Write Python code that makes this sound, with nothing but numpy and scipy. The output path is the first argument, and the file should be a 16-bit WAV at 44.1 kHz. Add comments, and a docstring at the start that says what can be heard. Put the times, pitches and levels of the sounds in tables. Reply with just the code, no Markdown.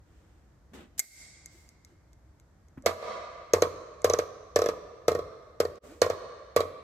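"""In a hard, echoing workshop, cloth rubs, then a circlip scrapes and snaps off its shaft: noise and a tone.
Light touches of steel follow; then two bars heave at a gear stack, which knocks and bounces about twice
a second: noise ticks, decaying modes and rattling noise. The level dips briefly just before a bar slides
in with a faint groan. Walls and hall echo every sound over a low rumble. Gain control ducks sounds that
leap out of quiet, so that their echoes swell up afterwards."""
import sys
import numpy as np
from scipy import signal
from scipy.fft import rfft, irfft, next_fast_len
from scipy.io import wavfile
from scipy.ndimage import uniform_filter1d, minimum_filter1d

SR = 44100
rng = np.random.default_rng(int(sys.argv[2]) if len(sys.argv) > 2 else 0)


def to_wav(s):
    """Save 16-bit WAV."""
    ch = np.atleast_2d(s).T  # columns
    pcm = np.round(np.clip(ch, -1, 1) * 32767)  # PCM
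    wavfile.write(sys.argv[1], SR, pcm.astype(np.int16))


N = 301182

# Heaves of the bars on the gear. Each row: start in seconds, force in dB, hardness of the contact in dB,
# pitch of the bar in Hz (scattered slightly at each blow).
HEAVES = [(2.8603, -3, 3.5, 2410), (3.535, -11, -1.5, 2332), (4.0437, -12.5, -1, 1777),
          (4.5595, -13.5, -1, 1736), (5.0806, -13, -2.5, 1836), (5.6012, -15, -2.5, 1886),
          (6.017, -7, -0.5, 1630), (6.5621, -11, -1.5, 1933)]
# The gear drops back and bounces. Each row: start in seconds, force relative to the last heave in dB.
REBOUNDS = [(3.025, -25.5), (3.621, -2), (4.0984, -5), (4.1359, -5.5), (4.188, -5), (4.5892, -5.5),
            (4.618, -5), (4.6401, -10.5), (4.6594, -6), (4.687, -6), (5.1166, -8), (5.1496, -8),
            (5.1895, -12.5), (5.6508, -9), (6.0622, -11.5), (6.0995, -8), (6.604, -5.5)]
# The heavy stack on its stand. Each row: multiple of the thud pitch, relative level in dB, t60 in seconds.
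STACK_MODES = [(.3, -30.5, 0.06), (0.679, -25.5, 0.056), (0.892, -9, 0.072), (0.987, 5, 0.04),
               (1.202, -2, .04), (1.38, -15, 0.033)]
# The bars and gear rim. Each row: mean pitch in Hz, relative level in dB, t60 in seconds.
STEEL_MODES = [(1001, -1, 0.048), (1122.5, -1.5, 0.062), (1234.6, 15, 0.02), (1323, 3, 0.027),
               (2350, -18, 0.01), (3360, -25, 0.155), (3900, -2, 0.031), (4356, 12.5, 0.01),
               (4600, -23.5, 0.01), (5700, 6, 0.004), (5270, -5, 0.034)]
# The struck tooth as the bars work round the gear. Each row: time in seconds, extra level in dB, pitch in Hz.
TOOTH_PATH = [(2.86, 7, 6460), (3.58, 10, 6450), (4.039, 1, 6130), (4.13, 20, 6040), (4.2, 7.5, 6200),
              (4.56, 7.5, 5850), (5.1, -1, 5700), (5.599, -4, 5620), (6.02, 5.5, 6040), (6.56, -6, 6480)]
# Partials of a tooth. Each row: multiple of the tooth pitch, relative level in dB, t60 in seconds.
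TOOTH_MODES = [(.91, -11, 0.014), (1, 6, 0.0058), (1.09, -9.5, .005)]
# Spectra of the contact tick and of the loose parts. Each row: frequency in Hz, relative level in dB per Hz.
TICK_SPECTRUM = [(800, -16.5), (2000, -17), (3000, 12.5), (4500, 19.5), (7500, 20), (9000, 17.5),
                 (12500, 13.5), (16000, 13.5)]
RATTLE_SPECTRUM = [(220, -12), (350, 5), (700, 10.5), (830, 0.5), (1000, 3.5), (1300, 1.5), (2200, 0),
                   (2900, -9.5), (4200, -7), (7000, -16.5), (12000, -22.5), (16000, -56.5)]
# The circlip snapping off, then light touches of steel. Each row: start in seconds, level in dB.
SNAPS = [(0.9936, -7), (.9962, -9), (1.0, -12), (1.4595, -39), (1.6902, -50.5), (1.8486, -50.5),
         (2.1316, -60), (2.399, -59), (2.6845, -64), (2.8232, -58.5), (4.019, -47), (5.7572, -59)]
# Spectrum of the circlip. Each row: frequency in Hz, relative level in dB per Hz.
CLIP_SPECTRUM = [(1000, -12.5), (1700, -14), (2150, -7.5), (2900, -20), (4000, -4.5), (6300, 7),
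                 (8000, 8.5), (12500, -1), (16000, 0)]
# Soft rubs of gloves and sleeves, and the circlip's scrape before it snaps.
# Each row: start in seconds, length in seconds, body in dB, hiss in dB.
RUBS = [(0.044, 0.79, -65.5, -77.5), (0.733, 0.083, -45, -58), (0.765, 0.15, -46.5, -64.5),
        (0.978, 0.046, -63, -39), (1.496, 0.33, -67.5, -62), (1.86, .16, -67, -77), (5.817, 0.35, -54, -59)]
# Spectra of the body and hiss of a rub. Each row: frequency in Hz, relative level in dB per Hz.
RUB_BODY_SPECTRUM = [(60, -32.5), (200, 10), (350, 8), (700, -5), (1500, -6.5), (3500, -12.5), (8000, -39)]
RUB_HISS_SPECTRUM = [(1000, -4), (3500, 1.5), (7500, 9.5), (12500, -2.5), (16000, 2.5)]
# Soft bumps as tools are set and the stack rocks. Each row: start in seconds, level in dB, pitch in Hz.
BUMPS = [(.72, -42, 200), (1.545, -47, 340), (1.92, -54, 350), (2.772, -33, 150), (2.775, -28, 270),
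         (2.838, -39, 560), (2.852, -32, 560), (2.863, -14, 215)]
# Early echoes from the near walls. Each row: delay in seconds, level in dB.
WALLS = [(.0085, -12.5), (0.0264, -18.5), (0.0311, -16.5), (.047, -19)]
# Initial spectrum of the hall's echo. Each row: frequency in Hz, relative level in dB per Hz.
HALL_SPECTRUM = [(40, -10.5), (88, 4), (130, 12), (250, 4.5), (480, -5), (620, -1.5), (900, -7.5),
                 (1800, -2.5), (4000, -1.5), (7000, -11.5), (13000, -0.5)]
# Decay of the hall's echo. Each row: frequency in Hz, t60 in seconds.
HALL_DECAY = [(80, 0.22), (500, 1.48), (1200, 1.96), (4000, 1.59), (7000, 1.35), (13000, 0.41)]
# Spectrum of the hall's still air. Each row: frequency in Hz, relative level in dB per Hz.
AIR_SPECTRUM = [(15, -49.5), (25, -31), (39, -4.5), (70, -3.5), (270, -25), (301, -18), (384, -27),
                (476, -27), (1840, -37.5), (2760, -50), (6380, -48), (16000, -59.5)]
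# Likeness of left and right in diffuse sound. Each row: frequency in Hz, correlation from -1 to 1.
ALIKE = [(60, 1), (290, 0.78), (640, 0.58), (1400, 0.28), (3100, 0.21), (7000, -0.16), (15000, -0.54)]
# Phase by which the left microphone leads. Each row: frequency in Hz, lead in radians.
LEAD = [(100, 0), (250, -.4), (480, .05), (800, -.4), (1200, -.7), (2300, 1), (3800, 1.4), (4900, 3.1),
        (6600, 6.3), (9700, 9.4), (12000, 12.6), (15000, 15.7)]
# Microphone response. Each row: frequency in Hz, gain in dB.
MIC = [(25, -18), (55, -4.5), (8300, 0.5), (9300, -6.5), (9800, -27), (10400, 0), (11500, 2.5),
       (13700, 0.5), (14800, -7.5), (16500, -20)]

# parts of a blow relative to its force (dB); a contact's hardness is added to clang and tick
CLANG_DB, TICK_DB, TOOTH_DB, BOOM_DB = -9.5, -13, -20.5, -14
# softer contacts are duller: dB lost by each part for every dB that a rebound is weaker
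CLANG_LOSS, TICK_LOSS, TOOTH_LOSS = 1.3, 2.04, 1.56
# the stack rings a little higher when pressed harder: pitch at 0 dB of force, and its rise
THUD_HZ, THUD_RISE_HZ_PER_DB = 536.7, 3.5
# the stack starts to move just after the contact
SWELL_S, THUD_DELAY_S = 0.00224, 0.00087
# harder contacts favour upper modes (dB per octave for each dB of hardness); random spread of a mode (dB)
THUD_TILT_DB, THUD_SCATTER_DB = 2, -0.7
# the contact tick at a heave; a rebound weaker by TICK_HALVES_DB is half as long
TICK_RISE_S, TICK_T60_S, TICK_HALVES_DB = 0.00074, 0.022, 15
# loose parts after a 0 dB heave; a heave weaker by RATTLE_DOUBLES_DB shakes them half as long
RATTLE_T60_S, RATTLE_DOUBLES_DB = .16, 14.5
# the circlip's own tone, and its brief chatter against the pliers
SING_HZ, SING_DB, SING_T60_S = 2130, -8, .06
CHATTER_DB, CHATTER_T60_S = -17, 0.035
TOP_HZ = 16600  # upper band limit


def amp(db):
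    """An amplitude ratio is ten to the power of its level over 20."""
    return 10 ** (np.asarray(db) / 20)


def unit(x, size=None):
    """Scaling by the rms of the first size samples makes that rms 1."""
    return x / np.sqrt(np.mean(x[..., :size] ** 2) + 1e-20)


def along(points, hz):
    """Values between (Hz, value) points are interpolated on a logarithmic frequency axis."""
    f, v = np.transpose(points)
    return np.interp(np.log(hz + 1), np.log(f + 1), v)


def filtered(x, response):
    """A linear filter multiplies the spectrum by its frequency response."""
    n = x.shape[-1]
    m = next_fast_len(n + 8192)
    return irfft(rfft(x, m) * response(np.fft.rfftfreq(m, 1 / SR)), m)[..., :n]


def noise(spectrum, shape):
    """White noise shaped by a spectrum becomes coloured noise, here of rms 1."""
    return unit(filtered(rng.standard_normal(shape), lambda hz: amp(along(spectrum, hz))))


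def diffuse(spectrum, n):
    """Sound from all around is alike at two points in the bass and ever less alike in the treble."""
    def mid_and_side(hz):
        # the cosine of twice the angle is the left-right correlation
        angle = np.arccos(np.clip(along(ALIKE, hz), -1, 1)) / 2
        return np.array([np.cos(angle), np.sin(angle)])

    mid, side = filtered(noise(spectrum, (2, n)), mid_and_side)
    return unit(np.array([mid + side, mid - side]))


def add(track, s, x):
    """Sounds superpose: x is summed into the track from time s."""
    part = track[:, round(s * SR):][:, :x.shape[-1]]
    part += x[..., :part.shape[1]]


def fade(t, t60, attack):
    """A damped vibration rises quickly and decays exponentially, by 60 dB in each t60."""
    return amp(-60 * t / t60) * (1 - np.exp(-t / attack))


def ring(modes, t, scatter_db, detune, channels=1):
    """A body struck at a new place gives its modes new strengths and phases, and slightly new pitches."""
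    hz, db, t60 = np.transpose(modes)[:, :, None]
    hz = hz * (1 + detune * rng.standard_normal(hz.shape))
    shape = (channels, len(modes), 1)
    size = amp(db + scatter_db * rng.standard_normal(shape))
    wave = np.sin(2 * np.pi * (hz * t + rng.random(shape)))
    return np.sum(size * wave * fade(t, t60, attack=0.0021), axis=1)


def blows():
    """A rebound shares its heave's contact: rows of (s, force dB, drop dB, hardness dB, bar Hz)."""
    rows = [(s, force_db, 0, hard_db, bar_hz) for s, force_db, hard_db, bar_hz in HEAVES]
    for s, drop_db in REBOUNDS:
        _, force_db, hard_db, bar_hz = [heave for heave in HEAVES if heave[0] < s][-1]
        rows.append((s, force_db, drop_db, hard_db, bar_hz))
    return rows


def contact_tick(t, drop_db):
    """Impact noise lasts as long as the contact; here weaker rebounds are briefer, over a faint tail."""
    brief = 2 ** (drop_db / TICK_HALVES_DB)
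    contact = fade(t, TICK_T60_S * brief, TICK_RISE_S * brief)
    tail = amp(-24.5) * fade(t, t60=0.28, attack=.003)
    return unit(noise(TICK_SPECTRUM, len(t)) * (contact + tail), size=180)


def tooth_ring(t, tooth_hz):
    """A small stiff tooth rings high, as a few heavily damped partials lasting milliseconds."""
    partials = [amp(db) * np.sin(2 * np.pi * multiple * tooth_hz * t) * fade(t, t60, attack=0.00046)
                for multiple, db, t60 in TOOTH_MODES]
    return unit(sum(partials), size=180)


def low_boom(t):
    """A slow low mode booms under each blow."""
    boom_hz = 87 * (1 + 0.027 * rng.standard_normal())
    return np.sin(2 * np.pi * boom_hz * t) * fade(t, t60=0.26, attack=0.02)


def stack_thud(t, force_db, hard_db):
    """Inertia delays the heavy stack; its damped modes ring higher with force, brighter with hardness."""
    thud_hz = THUD_HZ + THUD_RISE_HZ_PER_DB * force_db
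    thud = 0
    for multiple, db, t60 in STACK_MODES:
        tilt_db = THUD_TILT_DB * hard_db * np.log2(multiple)
        level_db = db + tilt_db + THUD_SCATTER_DB * rng.standard_normal()
        thud += amp(level_db - 60 * t / t60) * np.sin(2 * np.pi * multiple * thud_hz * (t - SWELL_S))
    swell = 1 - np.exp(-(t / SWELL_S) ** 2)
    return unit(swell * thud, size=450)


def bar_clang(t, clang_db, force_db, bar_hz):
    """Struck steel rings in modes; the stronger the clang, the more of it is clatter of loose parts."""
    loose = np.clip(.6 + .025 * (clang_db + 26), .3, .98)  # share of the power
    modes = [*STEEL_MODES, (bar_hz, 0, .05)]
    steel = unit(ring(modes, t, scatter_db=8.0, detune=0.014, channels=2), size=500)
    shake_s = RATTLE_T60_S * 2 ** (force_db / RATTLE_DOUBLES_DB)
    rattle = unit(diffuse(RATTLE_SPECTRUM, len(t)) * fade(t, shake_s, attack=0.000043), size=500)
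    clang = np.sqrt(1 - loose) * steel + np.sqrt(loose) * rattle
    return amp(clang_db) * clang * amp([[-2.3], [2.3]])


def bars():
    """An impact excites light parts first: tick and tooth, then a low boom, the stack and the clanging bars."""
    knocks, clangs = np.zeros((2, N)), np.zeros((2, N))
    t = np.arange(SR // 4) / SR
    tooth_s, tooth_extra_db, tooth_pitch = np.transpose(TOOTH_PATH)
    for s, force_db, drop_db, hard_db, bar_hz in blows():
        thud_db = force_db + drop_db
        clang_db = force_db + hard_db + CLANG_DB + CLANG_LOSS * drop_db
        tick_db = force_db + hard_db + TICK_DB + TICK_LOSS * drop_db
        extra_db = np.interp(s, tooth_s, tooth_extra_db)
        tooth_db = force_db + extra_db + TOOTH_DB + TOOTH_LOSS * drop_db
        tooth_hz = np.interp(s, tooth_s, tooth_pitch)
        add(knocks, s, amp(tick_db) * contact_tick(t, drop_db))
        add(knocks, s, amp(tooth_db) * tooth_ring(t, tooth_hz))
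        add(knocks, s + 0.00057, amp(thud_db + BOOM_DB) * low_boom(t))
        add(knocks, s + THUD_DELAY_S, amp(thud_db) * stack_thud(t, force_db, hard_db))
        add(clangs, s + 0.0011, bar_clang(t, clang_db, force_db, bar_hz))
    return knocks, clangs


def pliers():
    """Released spring steel gives a wideband crack, a chatter and one brief tone; light touches are duller."""
    out, t = np.zeros((2, N)), np.arange(SR // 8) / SR
    for s, db in SNAPS:
        edge_hz = 8000 * 2 ** ((db + 39) / 25)  # treble cut
        grit = filtered(noise(CLIP_SPECTRUM, len(t)), lambda hz: 1 / np.sqrt(1 + (hz / edge_hz) ** 4))
        snap = fade(t, t60=0.0045, attack=0.0001)
        chatter = amp(CHATTER_DB) * fade(t, CHATTER_T60_S, attack=0.0023)
        crack = unit(grit * (snap + chatter), size=130)
        sing = np.sin(2 * np.pi * SING_HZ * t) * fade(t, SING_T60_S, attack=0.00033) * amp([[-6], [3]])
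        add(out, s, amp(db) * (crack + amp(SING_DB) * sing))
    return out


def rubs():
    """Friction of cloth or clip is noise whose level follows each stroke and its uneven grip."""
    out = np.zeros((2, N))
    for s, length, body_db, hiss_db in RUBS:
        n = int(length * SR)
        stroke = np.sin(np.pi * np.linspace(0, 1, n) ** 0.39) ** 2
        grip = amp(0.76 * unit(uniform_filter1d(rng.standard_normal(n), size=300)))
        body = amp(body_db) * diffuse(RUB_BODY_SPECTRUM, n)
        hiss = amp(hiss_db) * diffuse(RUB_HISS_SPECTRUM, n)
        add(out, s, stroke * grip * (body + hiss))
    return out


def soft_bumps():
    """A soft contact excites one low damped mode with a little dull noise."""
    out, t = np.zeros((2, N)), np.arange(SR // 8) / SR
    for s, db, hz in BUMPS:
        pad = noise([(60, 3.0), (150, -15.0), (500, -16), (1800, -24.0), (5000, -49)], len(t))
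        bump = np.sin(2 * np.pi * hz * t) + .4 * pad
        add(out, s, amp(db) * bump * fade(t, t60=.06, attack=.002))
    return out


def slide(s, length, low_hz, high_hz, db):
    """Sliding friction makes a bar groan: a rising tone, roughened by uneven grip, with some noise."""
    u = np.linspace(0, 1, int(length * SR))
    grip = unit(uniform_filter1d(rng.standard_normal(len(u)), size=500))
    turns = np.cumsum(low_hz + (high_hz - low_hz) * u) / SR
    groan = (1 + .5 * grip) * np.sin(2 * np.pi * turns) + amp(-11.5) * noise(RATTLE_SPECTRUM, len(u))
    out = np.zeros((2, N))
    add(out, s, amp(db) * np.sin(np.pi * u ** 2) * groan)
    return out


def wall_echoes(x):
    """Near walls reflect delayed copies within 50 ms; the clutter along them swallows the treble."""
    def response(hz):
        echoes = sum(amp(db) * np.exp(-2j * np.pi * hz * delay) for delay, db in WALLS)
        return echoes / (1 + 1j * hz / 2200) ** 2

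    return filtered(x, response)


def hall_tail():
    """Dense late reflections are diffuse noise whose every frequency band decays at its own rate."""
    hz, t, z = signal.stft(diffuse(HALL_SPECTRUM, 3 * SR // 2), SR, nperseg=256)
    decay = fade(t, along(HALL_DECAY, hz)[:, None], attack=0.0013)
    tail = signal.istft(z * decay, SR, nperseg=256)[1]
    return tail / np.linalg.norm(tail[0])


def hall(x):
    """Reverberation is convolution with a tail; every blow radiates differently, so each has its own."""
    out = np.zeros((2, N))
    starts = np.sort(np.array(blows())[:, 0]) - .002
    edges = [0, *(starts * SR).astype(int), N]
    for a, b in zip(edges, edges[1:]):
        add(out, a / SR, signal.fftconvolve(x.mean(0)[None, a:b], hall_tail(), axes=1))
    return amp(-16.5) * out * amp([[-.7], [.7]])


def still_air():
    """The hall's low rumble is steady diffuse noise."""
    return amp(-54.0) * diffuse(AIR_SPECTRUM, N)


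def scene():
    """Direct sound reaches two microphones slightly out of step; reflections and rumble superpose."""
    knocks, clangs = bars()
    groan = slide(s=5.85, length=.11, low_hz=170, high_hz=390, db=-43)
    work = knocks + clangs + pliers() + rubs() + soft_bumps() + groan
    # only the right channel is turned in phase
    direct = filtered(work, lambda hz: np.exp(1j * along(LEAD, hz) * np.array([[0], [-1]])))
    # the long bars throw their lower ring sideways, into the hall
    sideways_db = [(600, -14), (1150, 12.5), (1600, -19.0), (4000, -54.5)]
    sideways = filtered(clangs, lambda hz: amp(along(sideways_db, hz)))
    into_room = work + sideways
    return direct + hall(into_room) + wall_echoes(into_room) + still_air()


def gain_control(x, jump_db, depth_db, hold, release):
    """A level far above its running mean of about a second lowers the gain, which holds, then recovers."""
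    power = np.mean(x ** 2, axis=0)
    now = np.abs(uniform_filter1d(power, size=130))
    earlier = np.pad(power, (SR // 20, 0))[:N]  # 50 ms late
    past = signal.lfilter([1 / SR], [1, 1 / SR - 1], earlier) + amp(-55) ** 2
    excess_db = 10 * np.log10(now / past + 1e-9) - jump_db
    need = -np.clip(excess_db, 0, depth_db)
    h, r = int(hold * SR), int(release * SR)
    # the lowest gain is held, looking 90 samples ahead
    held = minimum_filter1d(np.pad(need, (h, 0)), h)[h // 2 + 90:][:N]
    recovering = signal.fftconvolve(held, np.ones(r) / r)[:N]
    return x * amp(np.minimum(held, recovering))


def record(dry):
    """A recording chain is gain control, microphone response, a brief dip, soft clipping and a band limit."""
    x = gain_control(dry, jump_db=22, depth_db=12.5, hold=0.1, release=0.11)
    x = filtered(x, lambda hz: amp(along(MIC, hz)))
    # the level dips briefly just before the groan
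    dip_db = np.interp(np.arange(N) / SR, [5.783, 5.795, 5.812, 5.84], [-0.5, -35, -25.0, -2.5])
    x = x * amp(dip_db)
    x = x / (1 + np.abs(x / .48) ** 8) ** (1 / 8)  # peaks stay below 0.48
    return filtered(x, lambda hz: 1 / (1 + (hz / TOP_HZ) ** 100))


dry = scene()
out = record(dry)
to_wav(out)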